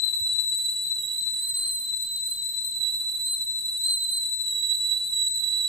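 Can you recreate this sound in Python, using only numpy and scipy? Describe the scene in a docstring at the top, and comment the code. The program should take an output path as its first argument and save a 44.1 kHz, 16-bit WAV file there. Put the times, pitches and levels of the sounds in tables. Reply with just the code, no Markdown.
"""In a small kitchen a stovetop kettle whistles at a full boil, heard through a slowly moving stereo microphone.
The jet sings near 4 kHz and sharpens as steam pressure surges; each partial beats with its own dense echoes
off tiles and worktop, so the tone flutters differently at each ear. Shaped, patchy noise makes the hiss at
the spout and the low rumble of the boil; narrow noise rings make the spout's other notes and a brief undertone.
Breathy swells, a faint hum of wavering sines and a few decaying-sine bumps of the hand fill in the rest."""
import sys
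import numpy as np
from scipy import signal
from scipy.fft import rfft, irfft
from scipy.io import wavfile
from scipy.ndimage import uniform_filter1d

SR = 44100
rng = np.random.default_rng(int(sys.argv[2]) if len(sys.argv) > 2 else 0)


def wav_record(signal):
    """Record a signal, one row per channel, as 16-bit PCM in the file named by sys.argv[1]."""
    frames = np.transpose(np.atleast_2d(signal))
    bounded = np.clip(frames, -1, 1)
    # unit amplitude maps onto the largest positive 16-bit level
    quanta = np.round(bounded * 32767).astype(np.int16)
    wavfile.write(sys.argv[1], SR, quanta)


N = 250488
TIME = np.arange(N) / SR

# note of the spout, which rises with steam pressure: t/s, f/Hz
WHISTLE_PITCH = [(0.0, 3994), (0.052, 4033), (0.08, 3968), (0.255, 3983), (0.275, 3947), (0.371, 3988),
                 (0.415, 3968), (0.487, 3978), (0.531, 3952), (0.575, 3975), (0.615, 3961), (0.647, 3983),
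                 (0.686, 3947), (0.714, 3979), (0.758, 3944), (0.818, 3949), (0.862, 4017), (0.886, 3971),
                 (0.91, 3999), (0.946, 3988), (0.982, 3931), (0.998, 3938), (1.038, 3872), (1.054, 3880),
                 (1.082, 3961), (1.125, 3931), (1.181, 4031), (1.225, 3992), (1.293, 3983), (1.317, 4008),
                 (1.341, 3953), (1.393, 3951), (1.433, 4065), (1.465, 4029), (1.493, 4045), (1.533, 4003),
                 (1.556, 4068), (1.62, 4054), (1.656, 4144), (1.68, 4067), (1.74, 4023), (1.76, 4052),
                 (1.784, 4012), (1.804, 4040), (1.908, 3984), (1.952, 4007), (1.999, 3975), (2.019, 4035),
                 (2.127, 4001), (2.163, 4034), (2.231, 3977), (2.251, 4023), (2.299, 4026), (2.315, 4077),
                 (2.339, 4022), (2.403, 4014), (2.434, 3964), (2.486, 4014), (2.518, 4022), (2.546, 3979),
                 (2.614, 3991), (2.654, 4035), (2.706, 3999), (2.762, 4008), (2.826, 3938), (2.885, 3930),
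                 (2.897, 3972), (2.925, 3978), (3.013, 3964), (3.037, 3996), (3.109, 3967), (3.241, 3976),
                 (3.253, 4036), (3.285, 4067), (3.352, 4037), (3.376, 3991), (3.432, 3960), (3.496, 4001),
                 (3.516, 3986), (3.58, 3988), (3.6, 3950), (3.62, 3993), (3.672, 3962), (3.72, 3969),
                 (3.755, 3950), (3.811, 3989), (3.883, 4116), (3.987, 4009), (4.035, 4044), (4.051, 3998),
                 (4.075, 4020), (4.167, 4083), (4.21, 3966), (4.262, 3957), (4.286, 3999), (4.322, 3975),
                 (4.338, 4001), (4.406, 3971), (4.45, 3985), (4.482, 3892), (4.502, 3927), (4.526, 3875),
                 (4.558, 3922), (4.61, 3899), (4.633, 3931), (4.721, 3926), (4.765, 3978), (4.845, 3934),
                 (4.873, 3961), (4.893, 3919), (4.977, 3956), (5.033, 3956), (5.088, 3975), (5.156, 3910),
                 (5.22, 3929), (5.252, 3906), (5.296, 4008), (5.316, 3977), (5.332, 4013), (5.368, 3939),
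                 (5.412, 3964), (5.444, 3918), (5.464, 3962), (5.48, 3911), (5.527, 3967), (5.555, 3920),
                 (5.579, 3971), (5.635, 3895), (5.651, 3942), (5.683, 3930)]
# fundamental, drifting as the microphone moves through standing waves: t/s, left level/dB, right level/dB
FUNDAMENTAL_LEVEL = [(0.0, -18.5, -37.0), (0.14, -25.5, -28.5), (0.29, -26.5, -24.5), (0.39, -20.5, -33.0),
                     (0.47, -25.0, -27.5), (0.56, -25.5, -30.0), (0.63, -33.5, -23.5), (0.71, -26.0, -28.5),
                     (0.77, -32.0, -29.5), (0.92, -24.0, -31.0), (1.06, -37.5, -28.0), (1.18, -30.5, -28.0),
                     (1.28, -23.5, -37.5), (1.34, -31.0, -29.0), (1.58, -33.0, -30.5), (1.65, -28.5, -28.5),
                     (1.81, -38.0, -32.0), (1.91, -26.0, -31.5), (2.01, -28.5, -33.0), (2.06, -36.5, -29.5),
                     (2.24, -28.5, -32.5), (2.3, -37.0, -28.0), (2.44, -29.5, -35.0), (2.51, -31.5, -32.0),
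                     (2.57, -27.5, -34.0), (2.73, -32.0, -33.0), (2.85, -36.0, -20.5), (2.94, -28.0, -28.0),
                     (3.28, -31.5, -28.0), (3.55, -26.5, -31.0), (3.6, -31.0, -31.5), (3.73, -28.0, -27.5),
                     (3.78, -31.5, -32.0), (3.89, -24.0, -22.0), (3.97, -31.5, -27.0), (4.17, -30.5, -26.5),
                     (4.4, -26.5, -35.0), (4.46, -28.0, -29.0), (4.73, -35.5, -20.0), (4.79, -26.0, -28.5),
                     (4.92, -32.0, -19.5), (5.06, -27.0, -32.5), (5.13, -32.0, -25.0), (5.24, -34.0, -20.5),
                     (5.33, -31.5, -29.5), (5.42, -38.0, -23.0), (5.57, -29.5, -22.5), (5.67, -30.0, -23.0)]
# octave, which also grows when the spout is blown harder: t/s, left level/dB, right level/dB
OCTAVE_LEVEL = [(0.0, -37.0, -37.5), (0.62, -27.5, -38.5), (0.8, -31.0, -40.5), (1.12, -37.0, -35.0),
                (1.24, -30.0, -33.5), (1.37, -34.5, -31.5), (1.59, -27.5, -29.5), (1.92, -32.5, -37.0),
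                (2.13, -30.5, -36.5), (2.65, -32.5, -35.5), (3.13, -39.5, -37.0), (3.31, -26.5, -31.5),
                (3.43, -35.5, -36.0), (3.76, -36.5, -36.5), (3.86, -26.5, -32.5), (4.12, -29.5, -32.5),
                (4.35, -30.0, -36.0), (4.58, -34.0, -35.5), (4.72, -28.5, -41.5), (4.82, -29.0, -36.0),
                (4.99, -37.0, -40.0), (5.08, -34.0, -35.0), (5.21, -26.5, -40.5), (5.33, -25.5, -39.0),
                (5.41, -32.0, -39.5), (5.67, -32.0, -39.0)]
# weak upper partials: multiple of the fundamental, left level/dB, right level/dB
UPPER_PARTIALS = [(3, -46, -52), (4, -64, -83)]
# colour of the jet's hiss: f/Hz, relative level per Hz/dB
HISS_SPECTRUM = [(500, -23.5), (750, -14.5), (1150, -8), (1600, -14), (2600, -11.5), (3700, -6),
                 (5000, -11.5), (5700, -5.5), (7200, -3.5), (8500, 0), (11000, -11.5), (12500, -6.5),
                 (13100, -24.5), (15800, -28)]
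# spout resonances stirred without locking on, most of them when the pressure sags:
# f/Hz, half-width/Hz, level at mean pressure/dB, level change per unit of pressure/dB
SPOUT_RESONANCES = [(3448, 18, -71.5, -2), (3660, 59, -69.5, -1.5), (4455, 120, -68, 4),
                    (11370, 110, -74.5, -2)]
# colour of boiling water and room: f/Hz, relative level per Hz/dB
RUMBLE_SPECTRUM = [(20, 0.5), (40, -2), (80, -11.5), (135, -4.5), (190, -9.5), (320, -10), (450, -16),
                   (650, -22), (1200, -47)]
# strength of the rumble before its fixed lift and swell: t/s, level/dB
BOIL_LEVEL = [(0, -64.5), (.8, -64.5), (1.5, -63.5), (2.5, -64.5), (3.5, -65), (5.68, -64)]
# hum of a kitchen appliance: f/Hz, rms level/dB
HUM_TONES = [(100, -89), (146, -74), (221, -74), (500, -83.5)]
# likeness of the two ears for noise: f/Hz, correlation
EAR_LIKENESS = [(30, 0.998), (70, 0.975), (140, 0.97), (280, 0.95), (550, 0.03), (1200, 0.25), (4000, 0.03),
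                (15000, 0.4)]
# soft bumps of the hand on the microphone: t/s, envelope peak level/dB, f/Hz, decay/s
HAND_BUMPS = [(0.208, -44, 99, 0.0084), (.322, -54, 112, 0.0096), (.54, -50, 89.6, 0.0032),
              (4.372, -59.5, 73, 0.02)]
# short spells of a faint lower note of the spout: t/s, half length/s, level/dB
UNDERTONE_SPELLS = [(0.4, 0.05, -71), (0.758, 0.076, -63.5), (1.01, 0.035, -61), (1.116, 0.038, -59),
                    (2.97, 0.06, -69), (4.496, 0.05, -65), (4.943, 0.087, -64)]
# soft swells of breathy mid-range hiss: t/s, half length/s, f/Hz, half-width/Hz, level/dB
BREATH_SWELLS = [(1.55, 0.24, 1950, 300, -65.5), (1.55, 0.28, 1130, 374, -68),
                 (5.505, 0.22, 1300, 400, -72)]

# pitch shake from slow to fast, before the fits of turbulence scale it
SWAY_HZ, WAVER_HZ, JITTER_HZ = 3.2, 3.4, 1.8
UNREST_DB = 3.6  # extra shake per unit of pressure above or below the mean
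# echoes of the fundamental: level against the direct sound, share common to both ears, decay
ECHO_DB, ECHO_SHARED, ECHO_T60_S = 3.8, 0.22, 0.27
RUMBLE_SWELL_DB, RUMBLE_PATCH_DB = 0.7, 1.1  # rms depths
UNDERTONE_HZ, UNDERTONE_WIDTH_HZ = 2907, 28
EDGE_HZ = 15780


def gain_of(db):
    """Decibels to amplitude."""
    return 10 ** (np.asarray(db) / 20)


def evened(x):
    """Scales to rms 1."""
    return x / np.sqrt(np.mean(x ** 2) + 1e-20)


def read(points, hz):
    """Reads a spectrum table along a log-frequency axis."""
    f, value = np.transpose(points)
    return np.interp(np.log(hz + 1), np.log(f + 1), value)


def follow(rows, at):
    """Reads the other columns of a table at given values of its first column."""
    first, *columns = np.transpose(rows)
    return np.array([np.interp(at, first, column) for column in columns])


def wander(rate_hz, size):
    """Smooth random drift of rms 1, with little above rate_hz."""
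    hz = np.fft.rfftfreq(size, 1 / SR)
    spectrum = rfft(rng.standard_normal(size)) / (1 + (hz / rate_hz) ** 6)
    return evened(irfft(spectrum, size))


def stereo_noise(shape):
    """Noise of rms 1 with amplitude spectrum shape(hz), closely alike at both ears in the bass only."""
    hz = np.fft.rfftfreq(N, 1 / SR)
    left, other = rfft(rng.standard_normal((2, N)))
    same = np.clip(read(EAR_LIKENESS, hz), -1, 1)
    right = same * left + np.sqrt(1 - same ** 2) * other
    return evened(irfft(np.array([left, right]) * shape(hz), N))


def patchy(noise, patch_db=2.0):
    """Turbulence: patches some 300 Hz wide and 70 ms long come and go in the noise."""
    cells = signal.stft(noise, nperseg=1024, noverlap=768)[2]
    patches = rng.standard_normal(cells.shape[1:])  # one pattern for both ears
    patches = uniform_filter1d(patches, size=7, axis=0)
    patches = evened(uniform_filter1d(patches, size=12, axis=1))
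    cells = cells * gain_of(patch_db * patches)
    return evened(signal.istft(cells, nperseg=1024, noverlap=768)[1][:, :N])


def spell(s, half_s):
    """A smooth rise and fall around time s."""
    return np.exp(-((TIME - s) / half_s) ** 2)


def pressure(t):
    """Steam pressure about its mean, in standard deviations, read from the pitch that rises with it."""
    pitch = follow(WHISTLE_PITCH, t)[0]
    return evened(pitch - pitch.mean())


def kitchen(tone, wet_db, shared, t60):
    """The direct sound plus a dense tail of reflections; a share of them reaches both ears alike."""
    t = np.arange(SR // 2) / SR
    taps = rng.standard_normal((3, len(t)))
    taps *= rng.random((3, len(t))) < 1 / 10  # keep one in ten
    taps *= gain_of(-60 * t / t60)
    taps = np.sqrt(1 - shared) * taps[:2] + np.sqrt(shared) * taps[2]
    taps *= gain_of(wet_db) / np.linalg.norm(taps, axis=1, keepdims=True)
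    taps[:, 0] += 1  # direct sound
    return signal.fftconvolve(tone[None], taps, axes=1)[:, :len(tone)]


def partial(turns, level_db, span_s, wet_db, shared=0, t60=0.3):
    """One partial beats with its own echoes; the quick flutter rides on the slow level at each ear."""
    heard = kitchen(np.exp(2j * np.pi * turns), wet_db, shared, t60)
    size = int(span_s * SR / 2)
    slow_power = uniform_filter1d(uniform_filter1d(abs(heard) ** 2, size), size)
    fluttering = heard.real * np.sqrt(2 / (slow_power + 1e-9))
    return gain_of(level_db) * fluttering[:, -N:]


def whistle(fitful_db=2):
    """Vortices shed in the spout cap lock into one note. It wobbles with the boil, and turbulence shakes it
    in fits, more so in a surge or a sag. Each quick step of pitch beats against the echo of the note before it."""
    t = np.arange(-SR // 2, N) / SR  # the room is already ringing
    wobble = wander(22.8, len(t))
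    wobble = evened(wobble - uniform_filter1d(wobble, size=SR // 8))
    shake = SWAY_HZ * wobble + WAVER_HZ * wander(68, len(t)) + JITTER_HZ * wander(203, len(t))
    shake *= gain_of(UNREST_DB * abs(pressure(t)) + fitful_db * wander(6.5, len(t)))
    turns = np.cumsum(follow(WHISTLE_PITCH, t)[0] + shake) / SR  # phase in cycles

    out = partial(turns, follow(FUNDAMENTAL_LEVEL, TIME), span_s=0.086,
                  wet_db=ECHO_DB, shared=ECHO_SHARED, t60=ECHO_T60_S)
    out += partial(2 * turns, follow(OCTAVE_LEVEL, TIME), span_s=0.27, wet_db=7.5, t60=0.29)
    for multiple, left_db, right_db in UPPER_PARTIALS:
        out += partial(round(multiple) * turns, [[left_db], [right_db]], span_s=0.32, wet_db=3.5, t60=0.19)
    return out


def steam(hiss_db=-53.0, surge_db=0.2, peak_db=0.19, flicker_db=0.4, fitful_db=3):
    """The jet hisses harder at the extremes of pressure, most at its peaks, and fitfully stirs spout resonances."""
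    push = pressure(TIME)
    hiss = patchy(stereo_noise(lambda hz: gain_of(read(HISS_SPECTRUM, hz))))
    hiss *= gain_of(hiss_db + surge_db * push + peak_db * push ** 2 + flicker_db * wander(24, N))
    for centre, width, db, pressure_db in SPOUT_RESONANCES:
        ring = stereo_noise(lambda hz: 1 / (1 + ((hz - centre) / width) ** 2))
        hiss += ring * gain_of(db + pressure_db * push + fitful_db * wander(7.0, N))
    return hiss


def boil(lift_db=3):
    """Boiling water rumbles: patchy low noise that swells gently."""
    rumble = patchy(stereo_noise(lambda hz: gain_of(read(RUMBLE_SPECTRUM, hz))), RUMBLE_PATCH_DB)
    return rumble * gain_of(follow(BOIL_LEVEL, TIME) + lift_db + RUMBLE_SWELL_DB * wander(4.9, N))


def hum(unsteady_rad=1.0):
    """A kitchen appliance hums in steady-level sines, each with a slowly wandering phase."""
    out = np.zeros(N)
    for hz, db in HUM_TONES:
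        phase = 2 * np.pi * hz * TIME + unsteady_rad * wander(2.0, N)
        out += gain_of(db) * np.sqrt(2) * np.sin(phase)
    return out


def bumps():
    """Each bump of the hand is a dull, low thud: a sine that swells quickly and dies away."""
    out = np.zeros(N)
    for s, db, hz, decay in HAND_BUMPS:
        age = np.maximum(TIME - s, 0)
        envelope = age / decay * np.exp(1 - age / decay)
        out += gain_of(db) * envelope * np.sin(2 * np.pi * hz * age)
    return out


def undertone():
    """The spout's lower note: a narrow, breathy ring that never quite locks on."""
    ring = stereo_noise(lambda hz: 1 / (1 + ((hz - UNDERTONE_HZ) / UNDERTONE_WIDTH_HZ) ** 2))
    return ring * sum(gain_of(db) * spell(s, half_s) for s, half_s, db in UNDERTONE_SPELLS)


def swells():
    """Breathy bands of hiss rise and fall under the whistle."""
    out = np.zeros((2, N))
    for s, half_s, centre, width, db in BREATH_SWELLS:
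        breath = stereo_noise(lambda hz: 1 / (1 + ((hz - centre) / width) ** 4))
        out += breath * gain_of(db) * spell(s, half_s)
    return out


def scene():
    """Whistle, steam and the kitchen around them."""
    return whistle() + undertone() + steam() + swells() + boil() + hum() + bumps()


def record(dry):
    """The band limit of the recorder: a steep low-pass at EDGE_HZ."""
    lowpass = signal.firwin(1023, EDGE_HZ, window=("kaiser", 9), fs=SR)
    return signal.oaconvolve(dry, lowpass[None], "same")


dry = scene()
out = record(dry)
wav_record(out)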